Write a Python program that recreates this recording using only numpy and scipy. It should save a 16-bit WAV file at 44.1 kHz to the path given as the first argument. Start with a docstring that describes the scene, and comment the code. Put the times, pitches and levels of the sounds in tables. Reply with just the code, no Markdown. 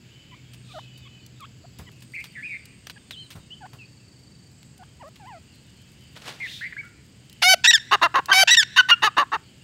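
"""A grey francolin walks through low weeds close by, peeping softly, then bursts into harsh cries,
shrieks and clucks that duck a limiter. Its calls are syrinx pulses and air puffs, shaped by windpipe,
throat and beak. A songbird whistles trills and hisses in the palms; dry leaves crackle underfoot.
Insects, far birds and a faint motor hum lie behind. Trunks and fronds echo the birds."""
import sys
import numpy as np
from scipy import signal
from scipy.fft import rfft, irfft, next_fast_len
from scipy.io import wavfile
from scipy.ndimage import uniform_filter1d, minimum_filter1d, map_coordinates

SR = 44100
rng = np.random.default_rng(int(sys.argv[2]) if len(sys.argv) > 2 else 0)


def int16_out(signal):
    """Quantize to a 16-bit WAV file."""
    q = np.round(np.clip(np.atleast_2d(signal).T, -1, 1) * 32767)
    wavfile.write(sys.argv[1], SR, q.astype(np.int16))


N = 424683
TIME_S = np.arange(N) / SR
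CUTOFF_HZ = 15700
EDGE_DB = -33.5  # attack start, release end
FLIP_S = 0.0076  # syrinx change of regime
PEEP_JITTER = 0.018

# far motor: time_s, level_db
MOTOR_LEVEL = [(0, -60), (.6, -48), (1.4, -51.5), (2.1, -58.5), (9.6, -58)]
# stirring leaves: time_s, level_db
LEAF_LEVEL = [(0, -101), (2.2, -62.5), (2.6, -79), (6.0, -68.5), (7.0, -71)]
# far birds: time_s, relative_db
CHORUS_LEVEL = [(0.0, -54.5), (2.13, -61), (2.32, -57.5), (4.37, -63), (6.06, -56.5), (6.61, -50.5),
                (6.93, -62.5), (7.3, -56.5)]
# insect bands: pitch_hz, width_hz, level_db, start_s, end_s, pulse_depth
INSECT_BANDS = [(3026, 45, -57.5, 0.1, 0.37, 0), (2990, 59, -57, 0.72, 1.304, 0),
                (2560, 80, -62.5, 0.8, 1.25, 0), (4360, 90, -66, 2.5, 1.6, 0.2),
                (4600, 110, -60, 2.08, 2.35, 0.9), (4580, 110, -63.5, 3.5, 4.56, 0.5),
                (8180, 110, -66, 0.5, 0.75, 0), (7680, 150, -71, 1.3, 1.93, 0.1),
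                (8380, 320, -65, 1.9, 3.52, 0), (7660, 110, -65, 4.5, 4.75, 0.07),
                (8300, 380, -70, 2.5, 13, 0.2)]
# contact peeps: start_s, end_s, first_hz, sag_hz, last_hz, level_db, overtone_db
PEEP_NOTES = [ (0.312, 0.352, 1064, 980, 1310, -48.5, -3), (0.688, 0.738, 1300, 1180, 1570, -49.5, 0),
              (0.737, 0.8, 753, 607, 1010, -37, -10.5), (1.049, 1.086, 1146, 1080, 1600, -48.5, 5),
              (1.397, 1.461, 1325, 1057, 1690, -41.5, -7.5), (1.637, 1.659, 583, 696, 890, -47, -18),
              (1.862, 1.897, 1050, 956, 950, -47.5, 12), (2.957, 2.984, 920, 796, 1470, -46.5, 11),
              (3.606, 3.671, 900, 723, 980, -40.5, -9.5), (4.789, 4.842, 782, 724, 1380, -46, -14)]
# leaves and twigs snapping: start_s, crackle_relative_db, body_relative_db, t20_s
SNAPS = [(0.535, -38, -54.5, 0.028), (0.976, -37, -63, 0.022), (1.787, -29, -51, 0.0089),
         (2.021, -39, -56.5, 0.034), (2.24, -37, -46, 0.034), (2.869, -48, -41.5, 0.013),
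         (2.898, -53, -39, 0.016), (3.1088, -47, -42.5, 0.026), (3.304, -40, -49.5, 0.066),
         (3.733, -58, -49, 0.0043), (4.63, -40, -50, 0.004), (5.158, -56, -55.5, 0.021)]
# scolding hisses: start_s, length_s, level_db
HISSES = [(0.639, 0.23, -51.5), (6.426, 0.22, -40.5)]
# stems and grit: start_s, relative_db
STEM_TICKS = [(1.263, -26.5), (1.405, -26.5), (2.655, -23.5), (4.7787, -30.5), (7.2973, -29),
              (7.3283, -24.5), (8.2582, -16)]
# footfalls: start_s, relative_db
THUDS = [(1.789, -29), (3.35, -28.5), (3.729, -34)]
# songbird: start_s, length_s, first_hz, middle_hz, last_hz, level_db, trill_depth
SONG_NOTES = [(2.135, 0.038, 1915, 2320, 2360, -35.5, 0.53), (2.154, 0.07, 2344, 2094, 2480, -34.5, 0.73),
              (2.351, 0.066, 2190, 1712, 1850, -38, 0.55), (2.424, 0.063, 2020, 2483, 2350, -33.5, 0.26),
              (2.49, 0.084, 2335, 2186, 2100, -33.5, 0.62), (3.116, 0.043, 4050, 3370, 2960, -43, 0.6),
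              (3.159, 0.077, 2890, 3140, 2940, -41.5, 0), (3.16, 0.11, 3860, 4150, 3800, -53, 0.34),
              (3.504, 0.045, 2810, 3010, 3090, -41, 0.18), (3.785, 0.066, 2800, 2590, 2480, -47, 0.26),
              (6.401, 0.072, 2124, 2086, 1750, -31, 0.43), (6.465, 0.033, 2270, 2660, 2930, -42, 0.5),
              (6.609, 0.0723, 1640, 1963, 2080, -31.5, 0.47), (6.722, 0.014, 1970, 1760, 1590, -35, 0.9),
              (6.765, 0.0093, 1600, 1660, 1820, -32.5, 0.33), (6.775, 0.039, 1970, 2280, 2130, -32.5, 0.06),
              (6.831, 0.052, 1276, 1423, 1330, -49.5, 0.33)]
# one curve per mew: time_s, pitch_hz, level_db
MEW_CURVES = [
    [(4.996, 920, -59), (5.014, 1010, -44), (5.04, 525, -44.5), (5.09, 670, -46)],
    [(5.197, 894, -51), (5.25, 721, -48), (5.283, 1060, -44), (5.35, 688, -43.5), (5.386, 635, -50.5)],
]
# feathers on weeds: peak_s, level_db, rise_s, fade_s
SWISHES = [(6.168, -38.5, 0.026, 0.06), (6.221, -39, 0.0068, 0.015), (6.28, -35, 0.098, 0.17),
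           (6.4, -50.5, 0.079, 0.33)]
# cries: start_s, length_s, rasp_s, low_hz, top_hz, rasp_db, level_db, roughness, pipe_feedback
CRY_CALLS = [(7.417, 0.1322, 0.021, 698, 757.7, -14.5, -11.5, 0.08, 0.13),
             (8.322, 0.12, 0.017, 737, 773.3, -15, -12, 0.34, 0.25)]
# shrieks: start_s, held_hz, rasp_db, held_db, fall_db, fall_s, held_roughness
SHRIEK_CALLS = [(7.637, 1908, -7, -0.5, 2.5, 0.035, 0.02), (8.473, 1941, 0, -3.5, 2, 0.053, 0.16)]
# clucks: start_s, length_s, top_hz, level_db, settled_roughness, beak_treble_db, doubling_depth
CLUCK_CALLS = [(7.91, 0.055, 426.4, -11, 0.42, 16.5, 0.32), (8.013, 0.065, 698, -12, 0.23, 12.5, 0.58),
               (8.14, 0.068, 537.2, -13.5, 0.61, 6.5, 0.11), (8.282, 0.072, 390, -19.5, 0.55, 8, 0.1),
               (8.76, 0.058, 421, -11.5, 0.52, 40, 0), (8.885, 0.039, 401, -12.5, 0.5, 28.5, 0.02),
               (9.02, 0.0717, 436, -13, 0.3, 21, 0), (9.166, 0.078, 573.5, -12.5, 0.7, 12, 0.36),
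               (9.316, 0.058, 447.8, -19, 0.55, 7, 0.12)]
# second voice: start_s, length_s, first_hz, last_hz, level_db, octave_db
WHISTLE_NOTES = [(8.312, 0.032, 1565, 1540, -7, -7), (8.782, 0.037, 1528, 1400, 2, -8),
                 (8.909, 0.043, 1430, 1356, -1.5, 5), (9.069, 0.03, 1233, 1180, -16.5, -17)]

# noise and echo spectra: frequency_hz, gain_db
TRAFFIC_EQ = [(30, -22), (70, -1), (140, 2.5), (330, -10), (600, -23), (2000, -63)]
AIR_EQ = [(300, 4.5), (1200, -0.5), (2000, 0.5), (2900, -10.5), (3800, -5), (4700, 6.5), (5800, -6.5),
          (7000, 3), (7900, 0.5), (8800, -19.5), (15500, -21.5)]
CRACKLE_EQ = [(2000, -11.5), (4000, -4), (15500, -13.5)]
TWIG_EQ = [(250, -10), (700, -4), (3300, 6), (6000, -4), (9000, -13.5)]
HISS_EQ = [(1200, -25), (2500, -7), (3650, 13.5), (4600, 1.5), (12000, -17)]
FEATHER_EQ = [(300, -5), (800, -4.5), (4000, -5.5), (15500, -30.5)]
GROVE_EQ = [(300, -7), (1500, 2), (5500, -3), (15000, -8.5)]
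CHORUS_EQ = [(1200, -21.5), (1900, -6.5), (2800, -0.5), (3600, -5.0), (5000, -22.0)]
SOIL_EQ = [(50, -5.5), (90, 9.0), (300, -18.0), (1000, -19), (8000, -38.5)]
# throat and beak resonances: frequency_hz, gain_db
PEEP_EQ = [(650, 4), (1550, 7.6), (2300, 2.2), (3200, 22.3), (5000, 6.4)]
MEW_EQ = [(550, -8), (1050, 6), (1400, -1.5), (3000, 18.5)]
CRY_EQ = [(350, -32.5), (720, -1), (1500, -3), (2260, 5.5), (3000, -1), (4550, -2), (5300, -2), (6800, -10),
          (7600, -18.5), (8300, -22), (9100, -16), (10600, -13), (15500, -26)]
SHRIEK_EQ = [(500, -54), (950, 2.5), (1200, -19.5), (1500, 10.5), (2300, 2.5), (2900, 9.5), (3800, 8),
             (4600, 5), (5700, 2.5), (7600, -3), (8500, -15.5), (15500, -27.5)]
CLUCK_EQ = [(200, -25.5), (330, -10.5), (500, -15), (750, -5), (1100, 8.5), (1420, -4), (1750, -2.5),
            (2350, -19.5), (2850, -10), (3300, -23.5), (3850, -16), (5100, -31.5), (6400, -29.5),
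            (8000, -48.5), (9200, -41), (15500, -49.5)]


def from_db(db):
    """Decibels to gain."""
    return 10 ** (np.asarray(db) / 20)


def rms_one(x):
    """Scale to unit power."""
    return x / np.sqrt(np.mean(x ** 2) + 1e-20)


def along(rows, t):
    """Curve columns at times t."""
    time_s, *columns = np.transpose(rows)
    return [np.interp(t, np.sort(time_s), column) for column in columns]


def span(start_s, end_s):
    """Sample times, 64 at least."""
    first = round(start_s * SR)
    return np.arange(first, max(round(end_s * SR), first + 64)) / SR


def add(out, start_s, sound):
    """Mix in at start_s."""
    i = max(round(start_s * SR), 0)
    out[i:i + len(sound)] += sound[:max(N - i, 0)]


def ramp(t, start_s, length_s):
    """Linear 0 to 1."""
    return np.clip((t - start_s) / max(length_s, 1e-4), 0, 1)


def arch(t):
    """Parabola 0 to 1 to 0."""
    return 1 - (2 * t / t[-1] - 1) ** 2


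def edges_db(t, attack_s, release_s):
    """Attack, hold, release."""
    return EDGE_DB * ((1 - ramp(t, 0, attack_s)) ** 2 + ramp(t, t[-1] - release_s, release_s) ** 2)


def wander(t, rate_hz):
    """Smooth random curve, spread about 1."""
    knots = rng.standard_normal(int((t[-1] - t[0]) * rate_hz) + 4)
    return map_coordinates(knots, [(t - t[0]) * rate_hz + 1], order=2, mode="nearest")


def turn(hz):
    """Pitch to phase."""
    return 2 * np.pi * np.cumsum(hz) / SR


def colour(x, spectrum):
    """Minimum-phase filter."""
    size = 2 * next_fast_len(len(x) // 2 + 2048)
    hz, db = np.transpose(spectrum)
    log_hz = np.log(np.maximum(np.arange(size // 2 + 1) * SR / size, 1))
    low_cut_db = 20 * np.maximum(np.log(hz[0]) - log_hz, 0)
    cepstrum = irfft(np.log(from_db(np.interp(log_hz, np.log(hz), db) - low_cut_db)))
    cepstrum[1:size // 2] *= 2
    cepstrum[size // 2 + 1:] = 0
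    return irfft(rfft(x, size) * np.exp(rfft(cepstrum)))[:len(x)]


def moving_colour(x, spectrum, stretch):
    """Filter whose resonances slide by the factor stretch."""
    clock = np.cumsum(stretch)
    positions = np.interp(np.arange(int(clock[-1]) + 2), clock, np.arange(len(x)))
    warped = map_coordinates(x, [positions], order=3)
    return map_coordinates(colour(warped, spectrum), [clock], order=3)


def noise(spectrum, count=N):
    """Coloured noise, unit power."""
    return rms_one(colour(rng.standard_normal(count), spectrum))


def grains(t, spread_db, rate_hz):
    """Noise in tiny uneven snaps."""
    return rms_one(rng.standard_normal(len(t)) * from_db(spread_db * np.clip(wander(t, rate_hz), -2, 2)))


def at_level(x, db):
    """Flatten the envelope, apply db, taper the ends."""
    power = uniform_filter1d(x ** 2, size=240)
    taper = signal.windows.tukey(len(x), min(0.0037 * SR / len(x), 1))
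    return x / np.sqrt(np.abs(power) + 1e-12) * from_db(db) * taper


def traffic_and_air():
    """Far traffic rumble and grove hiss."""
    return from_db(-52 + 0.15 * wander(TIME_S, 2.7)) * noise(TRAFFIC_EQ) + from_db(-61) * noise(AIR_EQ)


def leaves():
    """Stirring leaves: a fine crackle."""
    db = along(LEAF_LEVEL, TIME_S)[0] + 2 * wander(TIME_S, 27)
    return from_db(db) * rms_one(colour(grains(TIME_S, spread_db=7.5, rate_hz=380), CRACKLE_EQ))


def motor(pitch_hz=124.8):
    """Far hum with a weak fifth above."""
    phase = turn(pitch_hz * (1 + 0.006 * wander(TIME_S, 6)))
    hum = rms_one(np.sin(phase) + from_db(-18) * np.sin(3 * phase / 2))
    return from_db(along(MOTOR_LEVEL, TIME_S)[0]) * hum


def far_birds(count=130):
    """Falling chirps; the furthest blur into a noise band."""
    out = from_db(-6) * noise(CHORUS_EQ)
    for when, pitch, length, loudness in rng.random((count, 5))[:, [0, 1, 2, 4]]:
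        t = span(0, 0.0384 + 0.067 * length)
        hz = 2500 * 2 ** (1.1 * pitch - 0.34 * rng.random() * t / t[-1] + 0.0283 * wander(t, 102.3))
        add(out, when * N / SR, np.sin(turn(hz)) * np.hanning(len(t)) * from_db(-8 + 10 * loudness))
    return out * from_db(along(CHORUS_LEVEL, TIME_S)[0] - 4.5)


def insects(pulse_hz=26):
    """Narrow noise bands, some pulsing."""
    out = np.zeros(N)
    for hz, width_hz, db, start_s, end_s, depth in INSECT_BANDS:
        t = span(start_s, end_s)
        phase = 2 * np.pi * hz * t
        band = wander(t, 2 * width_hz) * np.sin(phase) + wander(t, 2 * width_hz) * np.cos(phase)
        pulses = (1 + depth * np.sin(2 * np.pi * pulse_hz * t)) ** 2
        add(out, start_s, from_db(db) * rms_one(band * pulses) * signal.windows.tukey(len(t), 0.2))
    return out


def peeps(flick_at=0.62):
    """Closed-beak notes; most sag, then flick up hoarsely."""
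    out = np.zeros(N)
    for start_s, end_s, first_hz, sag_hz, last_hz, db, overtone_db in PEEP_NOTES:
        t = span(start_s, end_s)
        progress = np.linspace(0, 1, len(t))
        sag = np.sin(np.pi / 2 * np.minimum(progress / flick_at, 1)) ** 2
        flick = ramp(progress, flick_at, 1 - flick_at) ** 1.49
        hz = first_hz + (sag_hz - first_hz) * sag + (last_hz - sag_hz) * flick
        phase = turn(hz * (1 + (PEEP_JITTER + 0.23 * flick) * wander(t, 502)))
        overtones = sum(from_db(overtone_db - 15 * k) * np.sin((k + 2) * phase) for k in range(4))
        swell_db = np.interp(progress, [0, 0.2, 0.7, 0.92, 1], [-16, -5, 0, -4, -16])
        add(out, start_s, at_level(colour(np.sin(phase) + overtones, PEEP_EQ), db + swell_db))
    return out


def snaps():
    """Each step crushes a cluster of dry fibres."""
    out = np.zeros(N)
    for start_s, crackle_db, body_db, t20_s in SNAPS:
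        t = span(0, 0.039)
        burst = grains(t, spread_db=3, rate_hz=1190) * from_db(-20 * t / t20_s)
        add(out, start_s, from_db(crackle_db - 3) * colour(burst, CRACKLE_EQ))
        add(out, start_s, from_db(body_db + 11) * colour(burst, TWIG_EQ))
    return out


def scolds():
    """Songbird hisses: arched noise bursts."""
    out = np.zeros(N)
    for start_s, length_s, db in HISSES:
        t = span(0, length_s)
        add(out, start_s, noise(HISS_EQ, len(t)) * from_db(db - 13 * (1 - arch(t))))
    return out


def ticks(t60_s=0.025):
    """Stems and grit click faintly."""
    out = np.zeros(N)
    t = span(0, 0.05)
    for start_s, db in STEM_TICKS:
        crackle = colour(grains(t, spread_db=3.5, rate_hz=2100), CRACKLE_EQ)
        add(out, start_s, crackle * from_db(db - 7 - 60 * t / t60_s))
    return out


def footfalls(attack_s=0.0064, t60_s=0.18):
    """Heavier steps thud on soil."""
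    out = np.zeros(N)
    t = span(0, 0.112)
    for start_s, db in THUDS:
        envelope = from_db(db - 3 - 60 * t / t60_s) * ramp(t, 0, attack_s)
        add(out, start_s, noise(SOIL_EQ, len(t)) * envelope)
    return out


def songbird(trill_hz=215, swing_hz=230):
    """A bending whistle; level and pitch flutter together."""
    out = np.zeros(N)
    for start_s, length_s, first_hz, middle_hz, last_hz, db, depth in SONG_NOTES:
        t = span(0, length_s)
        bend_hz = middle_hz - (first_hz + last_hz) / 2
        hz = first_hz + (last_hz - first_hz) * t / length_s + bend_hz * arch(t)
        flutter = np.cos(turn(trill_hz * (1 + 0.22 * wander(t, 99))))
        phase = turn(hz + swing_hz * depth * (flutter + 0.5 * wander(t, 621)))
        tone = (1 + depth * flutter) * (np.sin(phase) + from_db(-30) * np.sin(2 * phase))
        add(out, start_s, at_level(tone, db - 6 * (1 - arch(t))))
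    return out


def mews(overtone_db=-13):
    """Longer closed-beak notes, gliding up and down."""
    out = np.zeros(N)
    for curve in MEW_CURVES:
        t = span(curve[0][0], curve[-1][0])
        hz, db = along(curve, t)
        phase = turn(uniform_filter1d(hz, size=600) * (1 + PEEP_JITTER * wander(t, 475)))
        tone = sum(from_db(overtone_db * k) * np.sin((k + 1) * phase) for k in range(3))
        add(out, t[0], at_level(colour(tone, MEW_EQ), db))
    return out


def feathers():
    """Feathers brush through weeds."""
    out = np.zeros(N)
    for peak_s, db, rise_s, fade_s in SWISHES:
        t = span(0, rise_s + fade_s)
        swish = rms_one(colour(grains(t, spread_db=3, rate_hz=1000), FEATHER_EQ))
        swell_db = np.interp(t, [0, rise_s, t[-1]], [EDGE_DB, 0, EDGE_DB])
        add(out, peak_s - rise_s, swish * from_db(db + swell_db))
    return out


def syrinx(t, hz, rough, jitter, shimmer_db, air_hz, sweep=0.11):
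    """Membrane pulse and air puff each cycle; roughness adds air and makes cycles uneven."""
    rough = np.clip(rough, 0, 1)
    phase = turn(hz * (1 + jitter * rough ** 2 * wander(t, 664.4)))
    # upper harmonics lag: each pulse is a short sweep
    pulses = rms_one(sum(np.cos(k * phase - sweep * k * k) * np.clip(10 - 10 * k * hz / (.45 * SR), 0, 1)
                         for k in range(1, int(CUTOFF_HZ / hz.min()) + 1)))
    pole = np.exp(-2 * np.pi * air_hz / SR)
    puffs = signal.lfilter([1 - pole], [1, -pole], rng.standard_normal(len(t))) * (1 + np.cos(phase))
    air = rough * (1 + rough) / 2
    shimmer = from_db(shimmer_db * rough * wander(t, 502))
    return (np.sqrt(1 - air ** 2) * pulses + air * puffs) * shimmer, phase


def windpipe(x, spacing_hz, feedback):
    """Round trips in the pipe, each weaker."""
    i = np.arange(len(x))
    trips = sum(feedback ** k * map_coordinates(x, [i - k * SR / spacing_hz], order=3) for k in range(5))
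    return trips / np.sqrt(4 + feedback ** 2)


def cries(first_hz=806, last_hz=533, drop_s=0.016, settle_s=0.0022, top_at=0.7, start_rough=0.897):
    """A rasp scoops into a nasal buzz, climbs with effort, then drops and dulls as the beak shuts."""
    out = np.zeros(N)
    for start_s, length_s, rasp_s, low_hz, top_hz, rasp_db, level_db, held_rough, feedback in CRY_CALLS:
        t = span(0, length_s)
        effort = np.sin(np.pi / 2 * ramp(t, rasp_s, top_at * length_s - rasp_s))
        settled = ramp(t, rasp_s - settle_s, settle_s)
        closing = ramp(t, length_s - drop_s, drop_s)
        hz = first_hz + (low_hz - first_hz) * ramp(t, 0, rasp_s)
        hz += (top_hz - low_hz) * effort + (last_hz - top_hz) * closing ** 2
        hz *= 1 + 0.0087 * wander(t, 1300)
        db = rasp_db + (level_db - 5 * (1 - effort) - rasp_db) * settled
        db += edges_db(t, attack_s=0.0098, release_s=0.0074)
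        rough = start_rough + (held_rough - start_rough + 0.057 * (1 - effort) ** 2) * settled
        source, phase = syrinx(t, hz, rough, jitter=0.051, shimmer_db=0.5, air_hz=5010, sweep=0.19)
        piped = windpipe(source, 2 * top_hz, feedback + 0.32 * wander(t, 60))  # favours even harmonics
        voice = moving_colour(rms_one(piped), CRY_EQ, 1 + 0.023 * (effort - effort.mean()))
        add(out, start_s, at_level(voice + from_db(5) * closing * np.cos(phase), db))
    return out


def high_voice(t, hz, rough, beat):
    """High register: roughness doubles the period, beat marks every third cycle, the throat trembles."""
    wavering_hz = hz * (1 + 0.0055 * wander(t, 300))
    source, phase = syrinx(t, wavering_hz, rough, jitter=0.072, shimmer_db=3.5, air_hz=3560)
    source *= 1 + beat * np.cos(phase / 3) + rough ** 2 * np.cos(phase / 2)
    source += from_db(-2) * rough ** 2 * np.cos(3 * phase / 2)
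    return moving_colour(source, SHRIEK_EQ, 1 + 0.021 * wander(t, 90))


def shrieks(swell_s=0.016, lock_s=0.039, crack_s=0.074, fall_at_s=0.099, catch_s=0.00826, rattle_s=0.016):
    """Chaos locks into a tone, cracks to a squeak, catches again, slides down and rattles."""
    out = np.zeros(N)
    for start_s, held_hz, rasp_db, held_db, fall_db, fall_s, held_rough in SHRIEK_CALLS:
        t = span(0, fall_at_s + fall_s + rattle_s)
        locked = ramp(t, lock_s - FLIP_S, FLIP_S)
        cracked = ramp(t, crack_s - FLIP_S / 2, FLIP_S / 2)
        choked = ramp(t, crack_s, 0.014)
        caught = ramp(t, fall_at_s - catch_s, catch_s)
        fallen = ramp(t, fall_at_s, fall_s)
        rattle = ramp(t, fall_at_s + fall_s - FLIP_S, FLIP_S)
        chaos = 1 - locked + cracked - ramp(t, fall_at_s - FLIP_S / 2, FLIP_S) + rattle
        beat = held_rough * (locked - cracked)

        db = rasp_db - 23.5 * ramp(t, swell_s, 0.021)
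        db += (held_db - 35 * choked - db) * locked
        db += (fall_db - 31.5 * fallen ** 1.57 - db) * caught
        db += edges_db(t, swell_s, rattle_s / 2) + 3.5 * (0.5 + chaos) * wander(t, 193)

        scoop = 1 - ramp(t, lock_s - FLIP_S, FLIP_S * 1.5) + cracked
        pitch_ratio = 1 - 0.088 * scoop + 0.17 * choked ** 2
        pitch_ratio += (0.96 * (1 - 0.21 * fallen ** 1.7) - pitch_ratio) * caught
        voice = high_voice(t, held_hz * pitch_ratio, 0.775 * chaos + beat, beat)
        add(out, start_s, at_level(voice, db))
    return out


def clucks(peak_s=0.017, lock_s=0.02235, sag_db_per_s=158, start_rough=0.823):
    """Uneven pulses settle into a pitched rasp and ring the windpipe; an open beak lets treble out."""
    out = np.zeros(N)
    for start_s, length_s, top_hz, level_db, held_rough, treble_db, doubling in CLUCK_CALLS:
        t = span(0, length_s)
        effort = arch(t)
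        shut = ramp(t, length_s / 2, length_s / 2) ** 2
        hz = top_hz * (1 - 0.28 * (1 - effort))
        rough = start_rough + (held_rough - start_rough) * ramp(t, lock_s, FLIP_S / 2) + 0.41 * shut
        db = level_db - 13 * (1 - ramp(t, 0, peak_s)) - sag_db_per_s * np.maximum(t - peak_s, 0)
        db += edges_db(t, attack_s=0.003, release_s=0.013)
        source, phase = syrinx(t, hz, rough, jitter=0.1, shimmer_db=2.5, air_hz=5030, sweep=0.15)
        stretch = 1 + 0.086 * (effort - effort.mean()) - 0.03 * shut
        voice = moving_colour(source * (1 + doubling * np.cos(phase / 2)), CLUCK_EQ, stretch)
        low = signal.sosfiltfilt(signal.butter(2, 2200, fs=SR, output="sos"), voice)
        treble = windpipe(voice - low, spacing_hz=923, feedback=0.5)
        add(out, start_s, at_level(low + from_db(treble_db - 23 * shut) * treble, db))
    return out


def whistles(buzz_hz=445, fade_db=26.5):
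    """The other side of the syrinx: a drooping tone and its octave, shaken at the low voice's rate."""
    out = np.zeros(N)
    for start_s, length_s, first_hz, last_hz, level_db, octave_db in WHISTLE_NOTES:
        t = span(0, length_s)
        droop = (t / length_s) ** 2
        phase = turn((first_hz + (last_hz - first_hz) * droop) * (1 + 0.0017 * wander(t, 520)))
        tone = sum(from_db(harmonic_db) * np.cos(k * phase) * (-1) ** (k // 2)
                   for k, harmonic_db in enumerate([0, octave_db, -22, -24], 1))
        buzz = 1 + 0.17 * np.cos(2 * np.pi * buzz_hz * t)
        db = level_db - fade_db * droop + edges_db(t, attack_s=0.0073, release_s=0.011)
        add(out, start_s, at_level(tone * buzz, db))
    return out


def grove(x, t60_s=0.22, build_s=0.035):
    """Trunks and fronds scatter a diffuse echo."""
    t = span(0, 0.91)
    envelope = from_db(-60 * t / t60_s) * (1 - np.exp(-t / build_s))
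    echo = colour(grains(t, spread_db=4, rate_hz=300), GROVE_EQ) * envelope
    return signal.fftconvolve(x, echo / np.linalg.norm(echo))[:N]


def palms(x, delay_s=0.19, spread_s=0.061, flutter_hz=580):
    """Late echo off a row of palms, blurred by fronds."""
    t = span(0, 0.6)
    echo = noise(GROVE_EQ, len(t)) * np.exp(-np.abs(t - delay_s) / spread_s)
    fluttered = x * rms_one(wander(TIME_S, flutter_hz))
    return from_db(-44) * signal.fftconvolve(fluttered, echo / np.linalg.norm(echo))[:N]


def scene():
    """Francolin close and dry, its piercing notes reaching the palms; other birds further and wetter."""
    piercing = shrieks() + whistles()
    francolin = cries() + piercing + clucks() + peeps() + mews()
    song = songbird() + scolds()
    chorus = far_birds()
    echoes = grove(from_db(-34.5) * francolin + from_db(-16) * song + from_db(2) * chorus)
    echoes += palms(piercing + from_db(15.5) * song)
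    walking = snaps() + ticks() + footfalls() + feathers()
    background = traffic_and_air() + leaves() + motor() + insects()
    return (francolin + song + chorus + echoes + walking + background)[None]


def record(dry, ceiling=0.85, recover_db_per_s=45):
    """Look-ahead limiter with slow recovery, then low-pass."""
    over_db = 20 * np.log10(np.maximum(np.abs(dry) / ceiling, 1))
    recovery_db = recover_db_per_s * TIME_S
    held_db = np.maximum.accumulate(over_db + recovery_db) - recovery_db
    gain = uniform_filter1d(minimum_filter1d(from_db(-held_db), size=241), size=241)
    return signal.sosfilt(signal.ellip(10, 0.1, 80, CUTOFF_HZ, fs=SR, output="sos"), dry * gain)


dry = scene()
out = record(dry)
int16_out(out)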